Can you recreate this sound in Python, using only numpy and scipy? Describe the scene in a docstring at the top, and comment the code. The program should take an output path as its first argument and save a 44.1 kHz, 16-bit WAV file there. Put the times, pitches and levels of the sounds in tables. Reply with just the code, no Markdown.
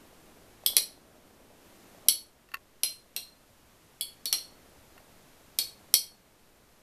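"""Tips of two metal spinning tops whirr and bump softly on a plastic bowl, over hiss and low room air.
The rims clash ten times, square or glancing: noise crack, decaying metal modes, bowl thud, room echoes and tail.
A few dry plastic clicks, noise ticks with short modes, sound close by.
The hardest clashes turn the recorder's gain down; it creeps back up."""
import sys
import numpy as np
from scipy import signal
from scipy.fft import irfft
from scipy.io import wavfile
from scipy.ndimage import uniform_filter1d

SR = 44100
rng = np.random.default_rng(int(sys.argv[2]) if len(sys.argv) > 2 else 0)


def dump_mix(stems):
    """Bounce the given channels to the path in sys.argv[1] as a 16-bit WAV at rate SR."""
    frames = np.atleast_2d(stems).T  # one column per channel
    limited = np.clip(frames, -1, 1)  # hard clip at full scale
    pcm = np.round(limited * 32767).astype(np.int16)
    wavfile.write(sys.argv[1], SR, pcm)


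N = 300762


def gain_of(db):
    """Decibels to amplitude."""
    return 10 ** (np.asarray(db) / 20)


def unit(x):
    """Scales a sound to an energy of one."""
    return x / np.sqrt(np.sum(x ** 2) + 1e-20)


def read(points, hz):
    """Interpolates a table on a logarithmic frequency axis."""
    point_hz, value = np.transpose(points)
    return np.interp(np.log(hz + 1), np.log(point_hz + 1), value)


def fade(t, t60_s):
    """Free decay: 60 dB in t60_s."""
    return np.exp(-np.log(1000) * t / t60_s)


def contact_rise(t, contact_s):
    """Smooth onset while two bodies press together."""
    return 1 - np.exp(-(t / contact_s) ** 2)


def add(mix, start_s, sound):
    """Mixes a sound in at start_s, cut at the end of the mix."""
    part = mix[round(start_s * SR):][:len(sound)]
    part += sound[:len(part)]


def noise(spectrum, size, tilt_db_per_octave=0):
    """Random-phase noise of rms one with a given spectrum, tilted above 1 kHz."""
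    hz = np.fft.rfftfreq(size, 1 / SR)
    tilt_db = tilt_db_per_octave * np.log2(np.maximum(hz, 1000))
    height = gain_of(read(spectrum, hz) + tilt_db)
    phase = np.exp(2j * np.pi * rng.random(len(hz)))
    return unit(irfft(height * phase, size)) * np.sqrt(size)


# How hard the tips run over the plastic. Each row: time in seconds, level in dB.
WHIRR_LEVEL = [(0, -59.5), (.6, -61.5), (1, -57.5), (1.65, -59), (2.03, -58), (2.35, -63), (4.1, -65),
               (4.5, -61.5), (5.5, -65), (6, -62), (6.8, -64)]


def running_db(s):
    """How hard the tips run at times s."""
    return np.interp(s, *np.transpose(WHIRR_LEVEL))


# Relative spectrum of tips rubbing plastic. Each row: frequency in Hz, density in dB per Hz.
WHIRR_SPECTRUM = [(100, -21), (200, -1), (300, -1.5), (600, -5), (850, -11.5), (1300, -16.5), (2500, -24),
                  (6000, -32)]


def whirr(flutter=0.1, first_hz=33, last_hz=25):
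    """The tips rub the bowl; the rubbing flutters as the tops wobble, ever more slowly on average."""
    drift = unit(uniform_filter1d(rng.standard_normal(N), size=6000)) * np.sqrt(N)
    wobble_hz = np.linspace(first_hz, last_hz, N) * (1 + 0.087 * drift)
    turns = np.cumsum(wobble_hz) / SR
    rubbing = gain_of(running_db(np.arange(N) / SR)) * noise(WHIRR_SPECTRUM, N)
    return rubbing * (1 + flutter * np.sin(2 * np.pi * turns))


# One soft swell of the hiss: middle in seconds, half length in seconds, height in dB.
HISS_SWELL = (1.82, .23, 3)
# Relative spectrum of the hiss. Each row: frequency in Hz, density in dB per Hz.
HISS_SPECTRUM = [(100, 3), (1000, 5.5), (2500, 1.5), (5000, -1.5), (9000, -3.5), (14000, -3.5)]
# Relative spectrum of the room air. Each row: frequency in Hz, density in dB per Hz.
RUMBLE_SPECTRUM = [(5, 7), (25, -2.5), (45, -1.5), (65, -3), (100, -3), (140, -5.5), (250, -13), (600, -22),
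                   (2000, -50.5)]


def background(hiss_db=-60, rumble_db=-63):
    """Steady noises: hiss, swelling once, and the low air of the room."""
    middle_s, half_s, swell_db = HISS_SWELL
    swell = np.exp(-((np.arange(N) / SR - middle_s) / half_s) ** 4)
    hiss = gain_of(hiss_db + swell_db * swell) * noise(HISS_SPECTRUM, N)
    return hiss + gain_of(rumble_db) * noise(RUMBLE_SPECTRUM, N)


# Relative spectrum of contact noise on plastic. Each row: frequency in Hz, density in dB per Hz.
TICK_SPECTRUM = [(200, -15), (1200, -4.5), (3500, -7), (8000, -11.5), (14000, -2.5)]


def taps(events, modes, tick_db, tick_t60_s, contact_s=0.00014):
    """Light blows on plastic: a brief tick and a few quickly dying modes."""
    out, t = np.zeros(N), np.arange(2 ** 12) / SR
    rise = contact_rise(t, contact_s)
    for start_s, energy_db in events:
        body = np.zeros(len(t))
        for hz, mode_db, t60_s in modes:
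            turns = hz * rng.uniform(1.0, 1.03) * t + rng.random()
            body += gain_of(mode_db) * unit(fade(t, t60_s) * np.sin(2 * np.pi * turns))
        tick = noise(TICK_SPECTRUM, len(t)) * fade(t, tick_t60_s)
        blow = unit(rise * body) + gain_of(tick_db) * unit(rise * tick)
        add(out, start_s, gain_of(energy_db) * blow)
    return out


def small_bumps(bumps_per_s=30, over_whirr_db=22, spread_db=5):
    """Rows (s, energy dB) of chance bumps, stronger while the tips run harder."""
    when, size = rng.random((round(bumps_per_s * N / SR), 2)).T
    start_s = when * (N - 1) / SR
    energy_db = running_db(start_s) + over_whirr_db + spread_db * (2 * size - 1)
    return list(zip(start_s, energy_db))


# Single bumps of a tip over the bowl's surface. Each row: start in seconds, energy in dB before the tick.
SINGLE_BUMPS = [(.637, -25), (.701, -23.5), (.734, -26), (1.948, -27), (2.062, -30), (4.965, -31.5),
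                (5.002, -31), (5.81, -34)]
# Modes of the bowl under a tip. Each row: lowest frequency in Hz, relative energy in dB, t60 in seconds.
BOWL_MODES = [(436, -9, .04), (620, 1, 0.024), (756, -4, 0.019), (940, -11, .02)]


def bumps():
    """Tips hop on the bowl and excite its low, short modes."""
    return taps(SINGLE_BUMPS + small_bumps(), BOWL_MODES, tick_db=-15, tick_t60_s=0.013)


# Modes of the metal rims, one list a family excited together: low clink, body ring, long ring, clank,
# high ping, and modes driven alike in every clash.
# Each row: frequency in Hz, energy in dB against the crack before the contact's own dB, t60 in seconds.
RIM_MODES = [
    [(3350, -12, 0.061), (5100, -23, .04), (11400, -20.5, 0.036)],
    [(4160, -8.5, 0.24), (8300, -18.5, 0.27)],
    [(4398, -8, 0.25)],
    [(5698, -10, 0.012)],
    [(11010, -4, .016)],
    [(2225, -18.5, 0.028), (3213, -9.5, 0.014), (3910, -6, 0.016), (4850, -22, 0.093), (7880, -16.5, 0.076),
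     (8370, -14.5, 0.1), (8890, -12.5, 0.065), (9514, -3, .008), (12430, 1, 0.0088), (13920, -2.5, 0.0054)],
]


def rim_ring(t, contact_db, spin_hz=26, whirl_s=.00003):
    """Rims ring in a mix set by the contact point; spin swings the path to the microphone: tones warble."""
    ring = np.zeros(len(t))
    for family, extra_db in zip(RIM_MODES, [*contact_db, 0]):
        for hz, db, t60_s in family:
            start, angle = rng.random(2)
            heard_s = t + whirl_s * np.sin(2 * np.pi * (spin_hz * t + angle))
            tone = np.sin(2 * np.pi * (hz * heard_s + start))
            ring += gain_of(db + extra_db) * unit(fade(t, t60_s) * tone)
    return ring


# Echoes from the bowl's wall and the floor. Each row: nominal delay in seconds, level in dB.
ECHOES = [(.0056, -20), (.0074, -17), (0.0117, -13.5), (0.015, -17.5), (.0192, -23)]
# Room decay. Each row: frequency in Hz, t60 in seconds.
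ROOM_DECAY = [(250, 0.27), (1000, 0.3), (3000, 0.29), (6000, 0.28), (10000, 0.27), (14000, 0.22)]


def room(t, wet_db=-4, build_s=0.0024):
    """Direct sound, a few echoes and a diffuse tail; new for every place of the tops."""
    hz, at_s, z = signal.stft(rng.standard_normal(len(t)), SR, nperseg=256)
    decaying = z * fade(at_s, read(ROOM_DECAY, hz)[:, None])
    tail = signal.istft(decaying, SR, nperseg=256)[1][:len(t)]
    response = gain_of(wet_db) * unit(tail * contact_rise(t, build_s))
    response[0] += 1
    for delay_s, db in ECHOES:
        add(response, delay_s * rng.uniform(0.94, 1.05), gain_of([db]))
    return response


# Each row: start in seconds, crack energy in dB, glance from 0 square to 1 grazing, then how strongly
# the contact point excites low clink, long ring, clank and high ping, in dB.
CLASHES = [ (0.662, 1.5, 0.69, 12, -13, -9, -14), (0.7668, 4, .25, 2, -4, 9, 7.5),
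           (2.085, 5, .62, 0, 2.5, 9, 11), (2.834, 1.5, 0.11, -7.5, -17, 10, 8.5),
           (3.1635, -5.5, 0.11, -10, -4, 9.5, -5), (4.01, -8, 0.86, 12, 5.5, -2.5, 8),
           (4.2562, -8.5, 0.28, -2, 10.5, 6.5, 5), (4.327, -2.5, 0, 5, 6, 15, 7),
           (5.5875, -0.45, 0.43, -19, 6, -0.5, -19.5), (5.9402, 6, 0.69, -7.5, 5.5, 10.5, 4.5)]
# Square blows are dull and shake top and bowl, grazing ones thin and bright. Each pair: square, grazing.
# Crack tilt in dB per octave, thud energy in dB against the crack, body ring excitation in dB.
CRACK_TILT_DB_PER_OCTAVE = (-5, 6.5)
THUD_DB = (-16, -27)
BODY_RING_DB = (8.5, -13.5)
# Relative spectrum of the crack before tilt. Each row: frequency in Hz, density in dB per Hz.
CRACK_SPECTRUM = [(300, -34), (1200, -26.5), (1800, -16), (2300, -6.5), (3100, 4), (4000, 1.5), (5000, 5.5),
                  (6300, -8.5), (7400, -3.5), (9000, 0), (10500, -8), (12000, -1), (14000, -15)]
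# Relative spectrum of the bowl kicked through the tips. Each row: frequency in Hz, density in dB per Hz.
THUD_SPECTRUM = [(60, -39.5), (170, -7.5), (300, 0), (600, 1), (900, -8.5), (1500, -4), (3000, -30.5)]


def clashes(crack_t60_s=0.021, contact_s=0.00033, thud_t60_s=0.065):
    """Rim meets rim: the loose parts crack, the metal rings and the bowl thuds."""
    out, t = np.zeros(N), np.arange(2 ** 14) / SR
    rise = contact_rise(t, contact_s)
    for start_s, energy_db, glance, clink_db, long_db, clank_db, ping_db in CLASHES:
        tilt_db = np.interp(glance, [0, 1], CRACK_TILT_DB_PER_OCTAVE)
        thud_db = np.interp(glance, [0, 1], THUD_DB)
        body_db = np.interp(glance, [0, 1], BODY_RING_DB)
        crack = unit(noise(CRACK_SPECTRUM, len(t), tilt_db) * rise * fade(t, crack_t60_s))
        thud = gain_of(thud_db) * unit(noise(THUD_SPECTRUM, len(t)) * rise * fade(t, thud_t60_s))
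        ring = rise * rim_ring(t, [clink_db, body_db, long_db, clank_db, ping_db])
        clash = signal.fftconvolve(crack + thud + ring, room(t))
        add(out, start_s, gain_of(energy_db) * clash)
    return out


# Dry clicks near the microphone. Each row: start in seconds, energy in dB before the tick.
CLICKS = [(2.4885, -29), (2.5172, -23.5), (2.5395, -11), (2.5427, -1.5), (2.5528, -15.5), (2.5693, -23),
          (4.979, -28)]
# Modes of that plastic. Each row: lowest frequency in Hz, relative energy in dB, t60 in seconds.
PLASTIC_MODES = [(1080, -2, 0.078), (1368, 3, 0.019), (1780, 4, 0.037), (2010, -3, 0.041), (2650, 5, 0.024),
                 (4350, -2.5, 0.015)]


def clicks():
    """Plastic clicks close by: contact noise and short modes, without room."""
    return taps(CLICKS, PLASTIC_MODES, tick_db=-6.5, tick_t60_s=0.018)


def scene():
    """All sources at one microphone."""
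    return (whirr() + background() + bumps() + clashes() + clicks())[None]


def gain_control(x, threshold_db=-19, duck_share=0.92, duck_s=0.11, recover_db_per_s=2.5):
    """Power above the threshold turns the gain down with a lag; it recovers at a steady pace."""
    power = abs(uniform_filter1d(x[0] ** 2, size=441))  # 10 ms mean
    power_db = 10 * np.log10(power + 1e-12)
    recovered_db = recover_db_per_s * np.arange(N) / SR
    wanted_db = duck_share * np.maximum(power_db - threshold_db, 0)
    duck_db = np.maximum.accumulate(wanted_db + recovered_db) - recovered_db
    lag = np.exp(-1 / (duck_s * SR))
    return x * gain_of(-signal.lfilter([1 - lag], [1, -lag], duck_db))


def record(dry, edge_hz=14270):
    """Gain control; the hardest peaks flatten just under full scale; then the band limit."""
    held = np.clip(gain_control(dry), -.92, .92)
    lowpass = signal.firwin(401, edge_hz, window=("kaiser", 8), fs=SR)
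    return signal.oaconvolve(held, lowpass[None], "same")


dry = scene()
out = record(dry)
dump_mix(out)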